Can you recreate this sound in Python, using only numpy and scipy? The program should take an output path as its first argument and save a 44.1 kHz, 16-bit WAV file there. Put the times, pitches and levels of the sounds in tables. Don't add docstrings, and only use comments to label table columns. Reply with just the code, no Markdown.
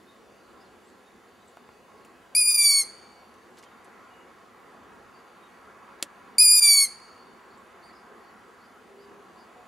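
import sys
import numpy as np
from scipy import signal
from scipy.fft import rfft, irfft
from scipy.io import wavfile
from scipy.ndimage import uniform_filter1d

SR = 44100
rng = np.random.default_rng(int(sys.argv[2]) if len(sys.argv) > 2 else 0)


def amplitude_ratio(level_db):
    exponent = np.asarray(level_db, float) / 20
    return 10 ** exponent


def unload_wav(signal):
    wavfile.write(
        sys.argv[1],
        SR,
        np.round(np.clip(np.atleast_2d(signal).T, -1, 1) * 32767).astype(np.int16),
    )


N = 426447


def read(points, hz):
    f, value = np.transpose(points)
    return np.interp(np.log(hz + 1), np.log(f + 1), value)


def evened(x):
    return x / np.sqrt(np.mean(x ** 2) + 1e-20)


def to_db(gain):
    return 20 * np.log10(gain)


def add(mix, s, sound):
    part = mix[round(s * SR):][:len(sound)]
    part += sound[:len(part)]


def colour(x, gain):
    return irfft(rfft(x) * gain(np.fft.rfftfreq(x.shape[-1], 1 / SR)), x.shape[-1])


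def drift(size, hz):
    return evened(colour(rng.standard_normal(size), lambda f: 1 / (1 + (f / hz) ** 4)))


def bump(t, at, width):
    return np.exp(-((t - at) / width) ** 2)


def soft_switch(t, at, width):
    return .5 + .5 * np.tanh((t - at) / width)


# (f/Hz, likeness [0 to 1])
LIKENESS = [(60, 0.95), (150, 0.74), (380, 0.78), (950, 0.79), (2380, 0.71), (5980, 0.79), (15000, 0.77)]


def wash(shape, patchy_db):
    frames, hz = N // 256 + 5, np.fft.rfftfreq(1024, 1 / SR)
    a, b, c, d, patches = rng.standard_normal((frames, 513, 5)).T
    patches = uniform_filter1d(patches, size=6, axis=0)
    patches = evened(uniform_filter1d(patches, size=20, axis=1))
    same = np.clip(read(LIKENESS, hz), -1, 1)[:, None]
    left = a + 1j * b
    right = same * left + np.sqrt(1 - same ** 2) * (c + 1j * d)
    spectra = np.array([left, right]) * amplitude_ratio(read(shape, hz)[:, None] + patchy_db * patches)
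    return evened(signal.istft(spectra, nperseg=1024, noverlap=768)[1][:, :N])


# (f/Hz, level/dB)
HISS = [(1060, -22.5), (1800, -6.5), (2490, -11.5), (2860, -8), (3290, -13), (4260, -14), (4550, -12.5),
        (5230, -19), (6710, -16), (8700, -22), (10800, -19.5), (11800, -24), (15200, -28), (16000, -32),
        (16500, -56)]
# (f/Hz, level/dB)
MOTOR_LINES = [(2552, -82), (2891, -95.5), (3058, -90), (3483, -85), (3564, -83), (3758, -92), (4075, -91),
               (4500, -89.5), (4587, -87.5), (4689, -88.5), (4953, -89), (5706, -89.5), (6212, -97.5),
               (6751, -90), (7058, -93), (7768, -92.5), (7946, -93), (9884, -101.5), (10600, -88.5),
               (11122, -94.5)]


def camera():
    t = np.arange(N) / SR
    motor = np.zeros(N)
    for hz, db in MOTOR_LINES:
        level = amplitude_ratio(db + 2.5 + 3 * drift(N, 4.4))
        motor += level * np.cos(2 * np.pi * hz * t + 1.2 * drift(N, 3))
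    return amplitude_ratio(-65.5) * wash(HISS, patchy_db=1.95) + motor


# (f/Hz, level/dB)
ENGINE_RUMBLE = [(15, -58), (25, -26), (81, -7.5), (123, -27), (210, -4), (361, -3), (600, -7.5),
                 (657, -8.5), (900, -10.5), (1170, -35), (1980, -120)]
# (f/Hz, level/dB)
TYRE_HISS = [(200, -56.5), (450, -29), (700, -7), (1100, 2.5), (1400, -1.5), (2000, -8), (2600, -16),
             (4000, -32.5), (8000, -71)]
# (t/s, length/s, tyre hiss level/dB, rumble level/dB)
CAR_PASSES = [
    (0.61, 0.13, -62, -57.5),
    (2.07, .2, -61.5, -60),
    (2.85, .3, -57, -61.5),
    (4.006, .5, -55.5, -60.5),
    (4.85, 0.18, -57, -55.5),
    (6.103, 0.99, -53.5, -61.5),
    (7.999, 0.77, -55, -62),
    (9.45, 0.47, -56.5, -59),
]


def traffic():
    t = np.arange(N) / SR
    tyre_power = np.full(N, amplitude_ratio(2 * -60.5))
    rumble_power = np.full(N, amplitude_ratio(2 * -57.5))
    for s, length, tyre_db, rumble_db in CAR_PASSES:
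        swell = bump(t, s, length)
        tyre_power += amplitude_ratio(2 * tyre_db) * swell
        rumble_power += amplitude_ratio(2 * rumble_db) * swell
    rumble = np.sqrt(rumble_power) * wash(ENGINE_RUMBLE, patchy_db=1.5)
    tyres = np.sqrt(tyre_power) * wash(TYRE_HISS, patchy_db=1.26)
    return rumble + tyres * amplitude_ratio([[-.4], [.4]])


def peep(length, top_hz, glide_hz, db, arch, hoarse=0.0031):
    u = np.linspace(-1, 1, round(length * SR))
    hz = top_hz * (1 - arch * u ** 2) + u * glide_hz / 2
    hz = hz * (1 + hoarse * drift(len(u), 150))
    flutter = amplitude_ratio(db + 2 + 1.6 * drift(len(u), 40))
    return flutter * np.sin(2 * np.pi * np.cumsum(hz) / SR) * signal.windows.tukey(len(u), .4)


# (t/s, length/s, pitch f/Hz, glide/Hz, level/dB)
CLEAR_PEEPS = [(.058, .063, 3700, 250, -66.5), (.645, .03, 4250, -50, -73), (1.045, .05, 3710, 80, -72),
               (1.475, .012, 7830, -1700, -60), (1.849, .33, 1100, -11, -65), (2.9, .15, 3070, 450, -72),
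               (3.02, .11, 2330, -100, -66.5), (3.119, .139, 2240, -20, -68),
               (3.645, .037, 3180, -100, -69), (4.08, .18, 2880, -15, -68.5), (5.131, .065, 4650, 250, -68),
               (5.42, .05, 3795, -17, -69), (7.574, .01, 7650, -1400, -67), (8.85, .43, 404, 16, -60.5),
               (9.518, .17, 729, -13, -63.5)]
# (t/s, length/s, top f/Hz, glide/Hz, level/dB)
HOARSE_CHIRPS = [(.31, 0.021, 4650, -300, -72), (.57, 0.017, 4900, -400, -71),
                 (0.598, 0.034, 5080, 150, -65), (.825, 0.091, 8040, 500, -72), (.87, .08, 7100, 130, -75),
                 (7.496, 0.067, 4620, 500, -69), (7.814, 0.1, 4590, 181, -61.5),
                 (7.826, 0.062, 9240, 700, -73), (7.916, .104, 4980, 60, -68.5),
                 (8.219, 0.086, 4550, 270, -70), (8.599, 0.075, 4700, 880, -68.5),
                 (8.969, .1, 4860, 110, -68), (9.361, 0.093, 4870, -110, -67.5)]


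def birds():
    out = np.zeros(N)
    for s, *call in CLEAR_PEEPS:
        add(out, s, peep(*call, arch=.012))
    for s, *call in HOARSE_CHIRPS:
        add(out, s, peep(*call, arch=.09, hoarse=.033))
    return out


# (t/s, peak level/dB, colour f/Hz, colour width/Hz, t60/s)
TWIG_TICKS = [(1.571, -36, 900, 1200, .022), (1.690, -36, 900, 1100, .02), (2.048, -50, 2700, 800, .03),
              (2.049, -52, 8500, 5000, .06), (3.340, -56, 6000, 6000, .04), (3.571, -50, 2500, 6000, .05),
              (3.578, -44, 3000, 3000, .04), (3.585, -47, 6000, 8000, .03), (3.590, -45, 3500, 6000, .06),
              (3.627, -48, 5000, 6000, .04), (3.632, -44, 2300, 1500, .04), (3.637, -45, 3500, 6000, .05),
              (3.845, -52, 8500, 3000, .06), (7.395, -56, 3500, 1500, .03)]


def ticks():
    out, t = np.zeros(N), np.arange(4096) / SR
    for s, db, hz, width, t60 in TWIG_TICKS:
        puff = evened(colour(rng.standard_normal(len(t)), lambda f: bump(f, hz, width)))
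        add(out, s, .5 * puff * amplitude_ratio(db - 60 * t / t60))
    return out


# (f/Hz, level/dB, t60/s)
TWIG_MODES = [(314, -8, 0.037), (563, -17, 0.076), (1250, -11, 0.017), (2710, -2.5, 0.01),
              (3800, -14, 0.018), (6900, -0.5, 0.005), (10800, 0.5, 0.01), (10490, -24, .04)]


def snap():
    snap_s, snap_db = 6.0259, -12
    out, t = np.zeros(N), np.arange(4096) / SR
    crack = colour(rng.standard_normal(len(t)), lambda f: f / (f + 200) / (1 + (f / 11000) ** 6))
    crack = crack * (amplitude_ratio(-60 * t / .009) + amplitude_ratio(-21 - 60 * t / .065))
    ring = sum(amplitude_ratio(db - 60 * t / t60) * np.sin(2 * np.pi * hz * t) for hz, db, t60 in TWIG_MODES)
    burst = (crack + 0.39 * ring) * np.minimum(t / .0005, 1)
    thin = signal.butter(2, 260, "high", fs=SR)
    add(out, snap_s, amplitude_ratio(snap_db) * signal.lfilter(*thin, burst))
    add(out, snap_s - .0018, amplitude_ratio(snap_db - 30) * crack)
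    return out


# (f/Hz, t60/s)
TRUNK_DECAY = [(500, .9), (2300, 1.2), (4500, 1.1), (9000, 0.68), (14000, 0.26)]


def wood(x):
    taps = np.zeros((2, 2 * SR))
    at = np.arange(130, 2 * SR - 20, 20) + rng.integers(0, 20, (2, (2 * SR - 131) // 20))
    np.put_along_axis(taps, at, rng.choice([-1., 1.], at.shape), 1)
    hz, t, z = signal.stft(taps, SR, nperseg=128)
    near = amplitude_ratio(-60 * t / 0.18)
    far = amplitude_ratio(-16.5 - 60 * t / read(TRUNK_DECAY, hz)[:, None])
    tail = signal.istft(z * (near + far), SR, nperseg=128)[1]
    return signal.fftconvolve(x[None], tail / np.linalg.norm(tail[0]), axes=1)[:, :N]


# (t/s, length/s, dip level/dB, pitch sag/Hz)
BREATH_CATCHES = [
    (2.47, .008, -1, 0),
    (2.525, .01, -2, 40),
    (2.538, .006, -8, 15),
    (2.572, .007, -7, 25),
    (6.6105, .011, -12, 15),
]
# (t/s after its start, f/Hz)
PITCH = [(0, 2509), (.045, 2487), (.085, 2406), (.115, 2420), (.175, 2453), (.24, 2379), (.39, 2237),
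         (.46, 2209), (.49, 2178)]


def controls(start, effort_db, swell_db, uneven_s, flare_s):
    length_s, release_s, drop_s = .491, .44, .466
    break_s, break_width_s = .23, .06
    t = np.arange(0, length_s, 1 / SR)

    catches = np.array([bump(((start + t - s) / length) ** 2, 0, 0.92) for s, length, _, _ in BREATH_CATCHES])
    dips_db, sags_hz = np.transpose(BREATH_CATCHES)[2:] @ catches

    tune = uniform_filter1d(np.interp(t, *np.transpose(PITCH)), size=600, mode="nearest")
    scoop_hz = 200 * np.exp(-t / .014)
    hz = tune - scoop_hz - 90 * soft_switch(t, drop_s, .005) - sags_hz

    attack_db = -28 * np.clip(1 - t / .003, 0, 1)
    release_db = -21.5 * np.clip((t - release_s) / (length_s - release_s), 0, 1) ** 2
    level_db = effort_db + swell_db * t + dips_db + release_db + attack_db

    flare = bump(t, .04, flare_s)
    late_db = 3.5 * soft_switch(t, break_s + break_width_s / 2, break_width_s / 2)
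    uneven = soft_switch(t, uneven_s, .007) * amplitude_ratio(-20 + late_db)
    half_db = level_db + to_db(amplitude_ratio(-43) + amplitude_ratio(-26) * flare + uneven)

    rasp = amplitude_ratio(-35 - 8 * t)
    rasp = rasp + amplitude_ratio(-26) * flare + amplitude_ratio(-32) * catches.sum(axis=0)
    rasp += amplitude_ratio(-29.5) * bump(t, break_s, break_width_s) + amplitude_ratio(-22) * soft_switch(t, drop_s, .01)
    quarter = amplitude_ratio(-28) + amplitude_ratio(-20) * flare + amplitude_ratio(-8) * bump(t, .29, .11)
    return hz, level_db, half_db, to_db(rasp), to_db(quarter)


# (f/Hz, level/dB)
THROAT_LOW = [(2150, -8.5), (2500, -9.5), (4300, 0), (4550, 2.5), (4950, -2), (6500, -8), (7400, -13),
              (8700, -1), (9900, 1.5)]
# (f/Hz, level/dB)
THROAT_HIGH = [(10800, -10), (12300, -14), (13300, -25.5), (14300, -30.5), (14800, -42.5), (16500, -46.5)]
# (f/Hz, width/Hz, level/dB)
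LEAF_DIPS = [(2435, 35, -5), (2250, 78, -4.5), (4670, 16, -10), (4397, 50, -9.5), (8925, 60, -2.5),
             (7430, 60, -6.5)]
BEAK_SHIFT = [-1.2, .2, 1., 0]
# (f/Hz, level/dB)
HALF_LINES = [(1200, -15), (3300, -13), (3650, -8), (5800, 0), (7800, -8), (10000, 3), (11000, -3),
              (12300, -1), (15500, -14)]
# (f/Hz, level/dB)
RASP_COLOUR = [(1000, -40.5), (3400, -30.5), (4100, -4), (5200, 6.5), (10000, 5), (15500, 2)]


def scream(start, *shape):
    hz, level_db, half_db, rasp_db, quarter_db = controls(start, *shape)
    size = len(hz)
    t = np.arange(size) / SR
    beak_db = (shape[0] + 20.5) * soft_switch(-t, -.23, .03)
    jitter = 1 + .035 * amplitude_ratio(rasp_db) * drift(size, 150)
    turn = 2 * np.pi * np.cumsum(hz * jitter) / SR

    def line(k, db):
        return amplitude_ratio(db + 3.5) * np.cos(k * turn + 2 * np.pi * rng.random())

    clean = np.zeros(size)
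    for k in range(1, 8):
        f = k * hz
        if k < 5:
            leaf_db = sum(db * bump(f, at, width) for at, width, db in LEAF_DIPS)
            tone_db = read(THROAT_LOW, f) + leaf_db + BEAK_SHIFT[k - 1] * beak_db + 1.1 * drift(size, 20)
        else:
            tone_db = read(THROAT_HIGH, f) + 0.65 * beak_db + 3 * drift(size, 28)
        clean += line(k, level_db + tone_db + .5 * drift(size, 75))

    ragged = np.clip((rasp_db + 30) / 10, .1, .35)

    def uneven(k, db):
        broken = 1 - ragged + ragged * drift(size, 180)
        return line(k, db + read(HALF_LINES, k * hz)) * broken * amplitude_ratio(2.5 * drift(size, 20))

    halves = sum(uneven(k, half_db) for k in np.arange(1, 14, 2) / 2)
    quarters = sum(uneven(k, half_db + quarter_db - 8 * (k < 2)) for k in np.arange(3, 28, 2) / 4)

    bursts = amplitude_ratio(rasp_db + .3 + 2.5 * drift(size, 60))
    shake = drift(size, 1500) + 0.65 * drift(size, 280) * np.cos(turn / 2)
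    rasp = colour(clean * bursts * shake, lambda f: amplitude_ratio(read(RASP_COLOUR, f)))
    return (clean + halves + quarters + rasp) * signal.windows.tukey(size, .01)


# (t/s, effort level/dB, swell/dB per s, pulses turn uneven after/s, onset flare length/s)
OWL_SCREAMS = [
    (2.3478, -23, 2, .15, 0.03),
    (6.381, -17.5, -6.5, .19, .01),
]


def owl():
    out = np.zeros(N)
    for start, *shape in OWL_SCREAMS:
        add(out, start, scream(start, *shape))
    return out


# (f/Hz, level/dB)
PAIR_LEVEL = [(1200, -1.5), (2350, 1.1), (4600, -1.9), (7000, 2), (9400, 1.4), (12000, 1.7), (15000, 1)]
# (f/Hz, phase/rad)
PAIR_PHASE = [(1000, -.1), (4500, .1), (9600, 0), (11500, -.05), (12300, -0.38), (13300, .4), (15000, -.4)]


def scene():
    voice, far = owl(), birds()
    half = np.array([[.5], [-.5]])

    def pair(f):
        return amplitude_ratio(half * read(PAIR_LEVEL, f)) * np.exp(1j * half * read(PAIR_PHASE, f))

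    direct = colour(voice, pair)
    sway = .3 + .7 * drift(N, 70)
    echoes = wood(amplitude_ratio(-13.5) * voice * sway + amplitude_ratio(-5) * far)
    echoes += .45 * echoes[::-1].copy()
    return direct + far + echoes + ticks() + snap() + traffic() + camera()


def notches(hz):
    zero, pole = .93, .78
    late = np.exp(-1j * np.pi * hz / 300)
    odd = pole + (zero - pole) / (1 + (hz / 4200) ** 12)
    even_comb = (1 - zero * late) / (1 - pole * late)
    odd_comb = (1 + odd * late) / (1 + pole * late)
    return even_comb * odd_comb


def top_cut(x):
    return signal.sosfilt(signal.butter(12, 16830, fs=SR, output="sos"), x)


def record(dry):
    def response(f):
        return notches(f) * (f < 15740) * f ** 2 / (f ** 2 + 35 ** 2)

    mix = colour(dry, response)
    return top_cut(mix)


dry = scene()
out = record(dry)
unload_wav(out)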